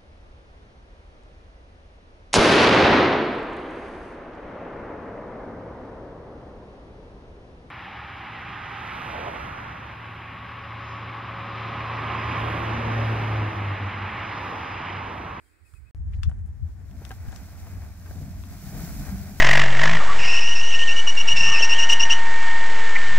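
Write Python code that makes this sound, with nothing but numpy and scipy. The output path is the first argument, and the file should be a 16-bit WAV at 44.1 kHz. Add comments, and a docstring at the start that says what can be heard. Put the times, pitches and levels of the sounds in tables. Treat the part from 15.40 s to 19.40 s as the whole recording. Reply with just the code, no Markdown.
"""A quiet hillside: soft air, swishing grass, a far bird and one faint snap. Half a second in, a short
silence, then a shore where wind buffets the microphone over distant surf. A rope takes the strain on
bags, cans and a plastic barrel, which rustle, crack and knock, and the towing engine's hum comes in.
The load slides over grass: stems hiss and crackle, hollow plastic scrapes and rumbles, and near the
end the barrel lurches and groans."""
import sys
import numpy as np
from scipy import signal
from scipy.fft import rfft, irfft
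from scipy.io import wavfile

SR = 44100
rng = np.random.default_rng(int(sys.argv[2]) if len(sys.argv) > 2 else 0)


def generate_wav(signal):
    """Clip the signal to [-1, 1] and save it as 16-bit WAV at the path in sys.argv[1]."""
    frames = np.transpose(np.atleast_2d(signal))
    scaled = np.clip(frames, -1, 1) * 32767
    pcm = np.round(scaled).astype(np.int16)
    wavfile.write(sys.argv[1], SR, pcm)


N = 176400
T = np.arange(N) / SR
HZ = np.maximum(np.arange(N // 2 + 1) * SR / N, 1)


def amp(db):
    """Decibels to gain."""
    return 10 ** (np.asarray(db) / 20)


def unit(x):
    """Scale to an rms of one."""
    return x / np.sqrt(np.mean(x ** 2))


def noise():
    """Two unrelated white noises."""
    return rng.standard_normal((2, N))


def curve(rows, column=1):
    """An automation curve from one column of a table."""
    rows = np.array(rows)
    return np.interp(T, rows[:, 0], rows[:, column])


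def over_pitch(rows):
    """Points joined on a log-frequency axis."""
    rows = np.array(rows)
    return np.interp(np.log(HZ), np.log(rows[:, 0]), rows[:, 1])


def shape(x, response):
    """Filter by a frequency response."""
    return irfft(rfft(x) * response, N)


def colour(x, rows):
    """Apply an EQ curve and return to unit level."""
    return unit(shape(x, amp(over_pitch(rows))))


def lowpass(hz):
    """A response that falls 24 dB per octave above hz."""
    return 1 / (1 + (HZ / hz) ** 4)


def band(hz, octaves):
    """A bell-shaped response on a log-frequency axis."""
    return np.exp(-(np.log2(HZ / hz) / octaves) ** 2 / 2)


def body(modes):
    """Response of a hollow body: a sum of resonances."""
    return sum((-1) ** k * amp(db) / (1 + 1j * (HZ ** 2 - hz ** 2) / (HZ * width))
               for k, (hz, width, db) in enumerate(modes))


def pan(db):
    """Stereo gains for a level difference; positive leans left."""
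    gains = amp(np.array([[1], [-1]]) * db / 2)
    return gains / np.sqrt(np.mean(gains ** 2, axis=0))


def pair(x, likeness):
    """Blend two unrelated signals into stereo: likeness 0 is wide, 1 is mono."""
    mid = shape(x[0], np.sqrt((1 + likeness) / 2))
    side = shape(x[1], np.sqrt((1 - likeness) / 2))
    return mid + np.array([[1], [-1]]) * side


def drift(rate_hz):
    """Smooth random modulation with a spread of one."""
    return unit(shape(rng.standard_normal(N), lowpass(rate_hz)))


def grains(per_s, spread_db):
    """Random tiny contacts of uneven strength."""
    clicks = noise() * (rng.random(N) < per_s / SR)
    return unit(clicks * amp(spread_db * np.minimum(rng.exponential(size=N), 6)))


def swells(rows):
    """Bell-shaped swells of level."""
    return sum(amp(db) * np.exp(-((T - s) / half) ** 2 / 2) for s, half, db, *_ in rows)


def impact(start, push_db, grit_db, t60, tail_db, tail_t60):
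    """A contact: one clean push, then grit that dies fast and leaves a faint tail."""
    age = np.maximum(T - start, 0)
    decay = amp(-60 * age / t60) + amp(tail_db - 60 * age / tail_t60)
    push = np.outer([1, 0], np.arange(N) == round(start * SR))
    return amp(push_db) * push + amp(grit_db) * noise() * (T >= start) * decay


def struck(contact, response):
    """Ring a body through its response, scaled to unit power."""
    return shape(contact, response / np.sqrt(np.mean(abs(response) ** 2)))


# Tone of the hillside air. Each row: frequency in Hz, relative level in dB.
AIR_EQ = [(130, -18), (320, 4), (560, -9), (1000, -8.5), (1550, -3), (2400, -6.5), (2950, -20.5),
          (4800, -16.5), (6000, -26.5), (8000, -13.5), (12000, -28), (15500, -20)]
def hill_air():
    """A soft, wide bed of open air."""
    return amp(-66.5) * colour(pair(noise(), likeness=0.12), AIR_EQ)


# Tone of the long grass. 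Each row: frequency in Hz, relative level in dB.
SWISH_EQ = [(2800, -28), (4800, -2), (6000, -11), (7900, 3), (10000, 0), (12200, -9), (15500, -6)]
# Swishes. Each row: peak time in seconds, half length in seconds, level in dB.
SWISHES = [(.07, 0.052, -72.5), (.28, 0.025, -68.5), (.35, 0.033, -66.5)]
def long_grass():
    """Long grass swishes in brief, airy swells."""
    return swells(SWISHES) * colour(noise(), SWISH_EQ)


# Bird notes. Each row: start in seconds, length in seconds, base pitch in Hz, level in dB.
BIRD_NOTES = [(0.043, 0.054, 3130, -76.5), (.07, .17, 2480, -75.5), (0.245, 0.046, 2490, -63.5),
              (0.346, 0.039, 2440, -60.5), (0.449, 0.056, 2480, -64.5)]
def bird():
    """Thin, far whistles, each arching up and down in pitch and level."""
    out = 0
    for start, length, pitch, db in BIRD_NOTES:
        arch = np.sin(np.pi * np.clip((T - start) / length, 0, 1))
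        hz = pitch + 68.6 * arch + 40 * drift(100)
        out = out + amp(db) * arch * np.sin(2 * np.pi * np.cumsum(hz) / SR)
    return out * pan(12)


# Tone of wind on the microphone, hill and shore. Each row: frequency in Hz, relative level in dB.
WIND_EQ = [(20, -70), (35, -6), (52, -1), (72, 2.5), (92, -3.5), (120, -13), (170, -23.5), (250, -33),
           (400, -84)]
# Hillside gusts. Each row: peak time in seconds, half length in seconds, level in dB.
HILL_GUSTS = [(.237, 0.014, -51), (.345, 0.0083, -45), (.43, 0.058, -47)]
def hill_breeze():
    """Light wind rumbles on the microphone, hard right."""
    return (amp(-63.5) + swells(HILL_GUSTS)) * colour(noise(), WIND_EQ) * pan(-37)


# Fader ride of the shore wind. Each row: time in seconds, level in dB.
WIND_LEVEL = [(.548, -39), (.58, -31), (.68, -30), (1.05, -31.5), (1.15, -37), (1.6, -41), (1.9, -34.5),
              (2.1, -44), (2.4, -34.5), (2.58, -46), (2.8, -35), (3.2, -42), (3.4, -36.5), (3.75, -35.5),
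              (4, -43.5)]
# Buffets. Each row: peak time in seconds, half length in seconds, level in dB.
BUFFETS = [(.69, 0.016, -25), (.788, 0.0066, -24), (.876, 0.011, -17.5), (1.24, 0.024, -26.5),
           (1.885, 0.0052, -24.5)]
# Tone of a buffet. Each row: frequency in Hz, relative level in dB.
BUFFET_EQ = [(25, -8), (50, 1.5), (80, 13), (130, -6.5), (210, -16.5), (480, -83)]
def shore_wind():
    """Eddies rumble at the microphone ports, with a few hard buffets and no treble."""
    eddies = amp(curve(WIND_LEVEL)) * colour(pair(noise(), likeness=0.22), WIND_EQ)
    buffets = swells(BUFFETS) * colour(pair(noise(), likeness=0.22), BUFFET_EQ)
    return shape(eddies + buffets, lowpass(700)) * pan(2)


# Tone of surf on stones. Each row: frequency in Hz, relative level in dB.
SURF_EQ = [(150, 20.5), (330, 11.5), (520, 3), (800, 5), (1200, 0), (1800, 1.5), (2800, -12.5), (4500, -17),
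           (7000, -12), (10000, -17.5), (15500, -26)]
def surf():
    """The distant wash of the sea, wavering in level."""
    return amp(-56 + 2.3 * drift(11.5)) * colour(pair(noise(), likeness=0.36), SURF_EQ) * pan(3)


def engine(firing_hz=90.7, pull_s=1, rise_s=0.5):
    """The far towing engine fades in as it takes the load; only its low hum carries."""
    phase = 2 * np.pi * np.cumsum(firing_hz * (1 + 0.01 * drift(8.9))) / SR
    effort = np.clip((T - pull_s) / rise_s, 0, 1)
    return amp(-46 + 0.56 * drift(1.1)) * effort * unit(np.sin(phase))


# Bag rustles. Each row: peak time in seconds, half length in seconds, level in dB, centre in Hz.
RUSTLES = [(.740, 0.0075, -56, 2000), (.755, 0.028, -69.5, 4530), (0.897, 0.0066, -64, 6800),
           (1.068, 0.007, -67, 9100), (1.95, 0.039, -59.5, 5700)]
def bag_rustles():
    """The woven bags crinkle softly as they shift."""
    out = 0
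    for peak, half, db, hz in RUSTLES:
        crinkle = unit(shape(grains(per_s=2200, spread_db=1.7), band(hz, octaves=0.5)))
        out = out + crinkle * swells([(peak, half, db)])
    return out * pan(7.1)


# Resonances of stiff plastic. Each row: frequency in Hz, width in Hz, relative level in dB.
PLASTIC_MODES = [(990, 280, 15.5), (1420, 620, 11.5), (2670, 204, 7.5), (3460, 410, 4), (5700, 730, 2.5),
                 (7430, 610, 0), (9720, 370, 0.5), (12200, 2900, -11.5)]
# Cracks. Each row: start in seconds, level in dB, centre in Hz, pan to the left in dB.
CRACKS = [(0.338, -52.5, 1900, 5), (0.8328, -27.5, 3270, 9), (1.511, -50.5, 3820, 11),
          (1.651, -35, 3550, 18), (1.693, -43, 14000, 3), (1.921, -43, 5600, 8), (1.961, -35.5, 5360, 7),
          (2.661, -43.5, 1800, 19), (3.037, -39.5, 1810, 13)]
def cracks():
    """Dry snaps of sticks and stiff plastic, most as the load takes the strain."""
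    out = 0
    plastic = body(PLASTIC_MODES) * HZ / (HZ + 400)
    for start, db, hz, pan_db in CRACKS:
        contact = impact(start, push_db=13.5, grit_db=-3.5, t60=0.008, tail_db=-13.5, tail_t60=0.1)
        snap = struck(pair(contact, likeness=0), plastic * band(hz, octaves=1.15))
        out = out + amp(db) * pan(pan_db) * snap
    return out


# Stereo image of the load. Each row: frequency in Hz, likeness of the channels from 0 to 1.
LOAD_LIKENESS = [(250, 1), (1000, 0.91), (2500, 0.7), (6000, 0.3), (15000, 0.25)]
def from_load(x, left_lead_ms=0.082):
    """Place a sound at the load: narrow lows, wide highs, reaching the left side first."""
    lag_s = np.array([[0], [left_lead_ms]]) / 1000
    return shape(pair(x, over_pitch(LOAD_LIKENESS)), np.exp(-2j * np.pi * HZ * lag_s))


# Resonances of a can. Each row: frequency in Hz, width in Hz, relative level in dB.
CAN_MODES = [(540, 670, -2.5), (747, 55, 11), (925, 53, 1), (1344, 230, 3), (1600, 95, 8),
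             (1980, 250, -4.5), (2940, 650, -9)]
# Knocks. Each row: start in seconds, level in dB, brightness in dB per octave.
KNOCKS = [(0.894, -50, -1), (0.914, -49, -2), (1.617, -43, -15), (1.7065, -35.5, -2.5), (1.7146, -40, 4),
          (1.885, -50, 2), (1.926, -44.5, -1.5), (2.268, -43.5, -5.5), (2.709, -42, -7.5)]
def can_knocks():
    """Cans jostle; each rough contact rings their walls briefly, some dull, some bright."""
    out, can = 0, body(CAN_MODES)
    octaves = np.log2(np.maximum(HZ, 300) / 1000)
    for start, db, tilt_db in KNOCKS:
        contact = impact(start, push_db=20.5, grit_db=-2.5, t60=0.019, tail_db=-6.5, tail_t60=0.088)
        out = out + amp(db) * struck(contact, can * amp(tilt_db * octaves))
    return from_load(out) * pan(2.8)


# Tone of the grass hiss. Each row: frequency in Hz, relative level in dB.
HISS_EQ = [(1500, -10.5), (2450, -4), (2850, -7), (3400, -7), (4000, -4), (5500, -1), (7800, -3),
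           (8800, -6.5), (10500, -5.5), (12500, -2), (14000, -6), (15500, -0.5)]
# Lean of the hiss. Each row: frequency in Hz, pan to the left in dB.
HISS_PAN = [(2700, 0.5), (3600, 12.5), (4500, 1), (7000, 3), (8600, -10.5), (11300, -10), (13500, -9),
            (15500, 6)]
# Fader rides of the slide. Each row: time in seconds, grass hiss in dB, plastic scrape in dB.
SLIDE_LEVELS = [(.95, -80.5, -95), (1.2, -67.5, -88), (1.42, -64, -65), (1.55, -58.5, -59.5),
                (1.68, -52.5, -51.5), (1.8, -54.5, -56.5), (1.92, -53.5, -48), (2.05, -52, -54.5),
                (2.27, -51, -51.5), (2.54, -55.5, -56), (2.7, -50.5, -51.5), (2.81, -51.5, -56.5),
                (2.92, -52.5, -56.5), (3.2, -49.5, -51.5), (3.35, -44.5, -46), (3.45, -43, -45),
                (3.62, -44.5, -46), (3.8, -47, -47.5), (4, -48, -51)]
def grass_hiss(stem_share=0.4, treble_db_per_db=0.63):
    """Stems brush and snap under the bags, brighter as the load slides harder."""
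    db = curve(SLIDE_LEVELS)
    snaps = np.sqrt(stem_share) * grains(per_s=3000, spread_db=-2)
    brush = np.sqrt(1 - stem_share) * noise()
    hiss = colour(from_load(snaps + brush), HISS_EQ)
    hiss = unit(shape(hiss, pan(over_pitch(HISS_PAN))))
    treble = shape(hiss, HZ ** 2 / (HZ ** 2 + 9000 ** 2))
    hiss = hiss + treble * (amp(treble_db_per_db * (db + 45)) - 1)  # high shelf, flat at -45 dB
    return hiss * amp(db + drift(11.4))


# Tone of scraping hollow plastic. Each row: frequency in Hz, relative level in dB.
SCRAPE_EQ = [(200, 7), (390, -1.5), (560, -4), (640, 2.5), (770, 2), (900, -4), (1280, -4), (1490, -1),
             (1700, -3.5), (2500, -8), (2850, -28)]
def plastic_scrape(flicker_db=1.44):
    """Plastic sticks and slips on the ground."""
    slips = grains(per_s=900, spread_db=1.5) + 1.42 * noise()
    db = curve(SLIDE_LEVELS, column=2) + flicker_db * drift(8.1)
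    return colour(from_load(slips), SCRAPE_EQ) * amp(db)


# Lurches. Each row: peak time in seconds, half length in seconds, level in dB.
LURCHES = [(2.78, 0.063, -54.5), (3.36, 0.015, -50.5)]
def barrel_lurches():
    """The barrel digs into the turf and grinds low and rough."""
    grit = from_load(grains(per_s=500, spread_db=1.4))
    return unit(shape(grit, band(420, octaves=0.94))) * swells(LURCHES)


# Groans. Each row: peak time in seconds, half length in seconds, level in dB, pitch in Hz.
GROANS = [(3.41, 0.07, -40.5, 168.9), (3.75, 0.04, -37, 190.5), (3.88, 0.061, -41, 197.1)]
def barrel_groans(waver=0.01, db_per_octave=-23):
    """Stick and slip lock onto one wall resonance and turn into a low note."""
    hz = curve(GROANS, column=3) * (1 + waver * drift(29))
    phase = 2 * np.pi * np.cumsum(hz) / SR
    note = sum(amp(db_per_octave * np.log2(k)) * np.sin(k * phase) for k in range(1, 5))
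    return unit(note) * swells(GROANS)


# Resonances of the barrel. Each row: frequency in Hz, width in Hz, relative level in dB.
BARREL_MODES = [(46.3, 10, -0.5), (133, 34, -1), (153.3, 20.4, 2), (190.2, 20.5, -1.5), (213.2, 18, -3.5),
                (260.3, 21.8, -7.5), (396.6, 16, -21), (652, 72, -20)]
# Fader ride of the rumble. Each row: time in seconds, level in dB.
RUMBLE_LEVEL = [(1.35, -62), (1.55, -45.5), (1.9, -54.5), (2.1, -49), (2.3, -48), (2.55, -54), (2.68, -51),
                (2.82, -38), (3.0, -43.5), (3.15, -46.5), (3.32, -39), (3.38, -35), (3.5, -44.5),
                (3.61, -33.5), (3.68, -43), (3.75, -36.5), (3.9, -41), (4, -47.5)]
def barrel_rumble():
    """Soft bumps in the turf drum on the hollow barrel."""
    bumps = from_load(grains(per_s=500, spread_db=1.5))
    return unit(shape(bumps, body(BARREL_MODES) * lowpass(900))) * amp(curve(RUMBLE_LEVEL))


def scene(hill_ends_s=0.510, shore_starts_s=0.548):
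    """The hillside, a moment of silence, then a hard cut to the shore; cracks sound in both."""
    shore = shore_wind() + surf() + engine() + grass_hiss() + bag_rustles() + plastic_scrape()
    shore += barrel_rumble() + barrel_lurches() + barrel_groans() + can_knocks()
    hillside = hill_air() + long_grass() + hill_breeze() + bird()
    return hillside * (T < hill_ends_s) + shore * (T >= shore_starts_s) + cracks()


def record(dry):
    """A steep high cut at 15.7 kHz."""
    return signal.sosfilt(signal.ellip(14, .2, 80, 15700, fs=SR, output="sos"), dry)


dry = scene()
out = record(dry)
generate_wav(out)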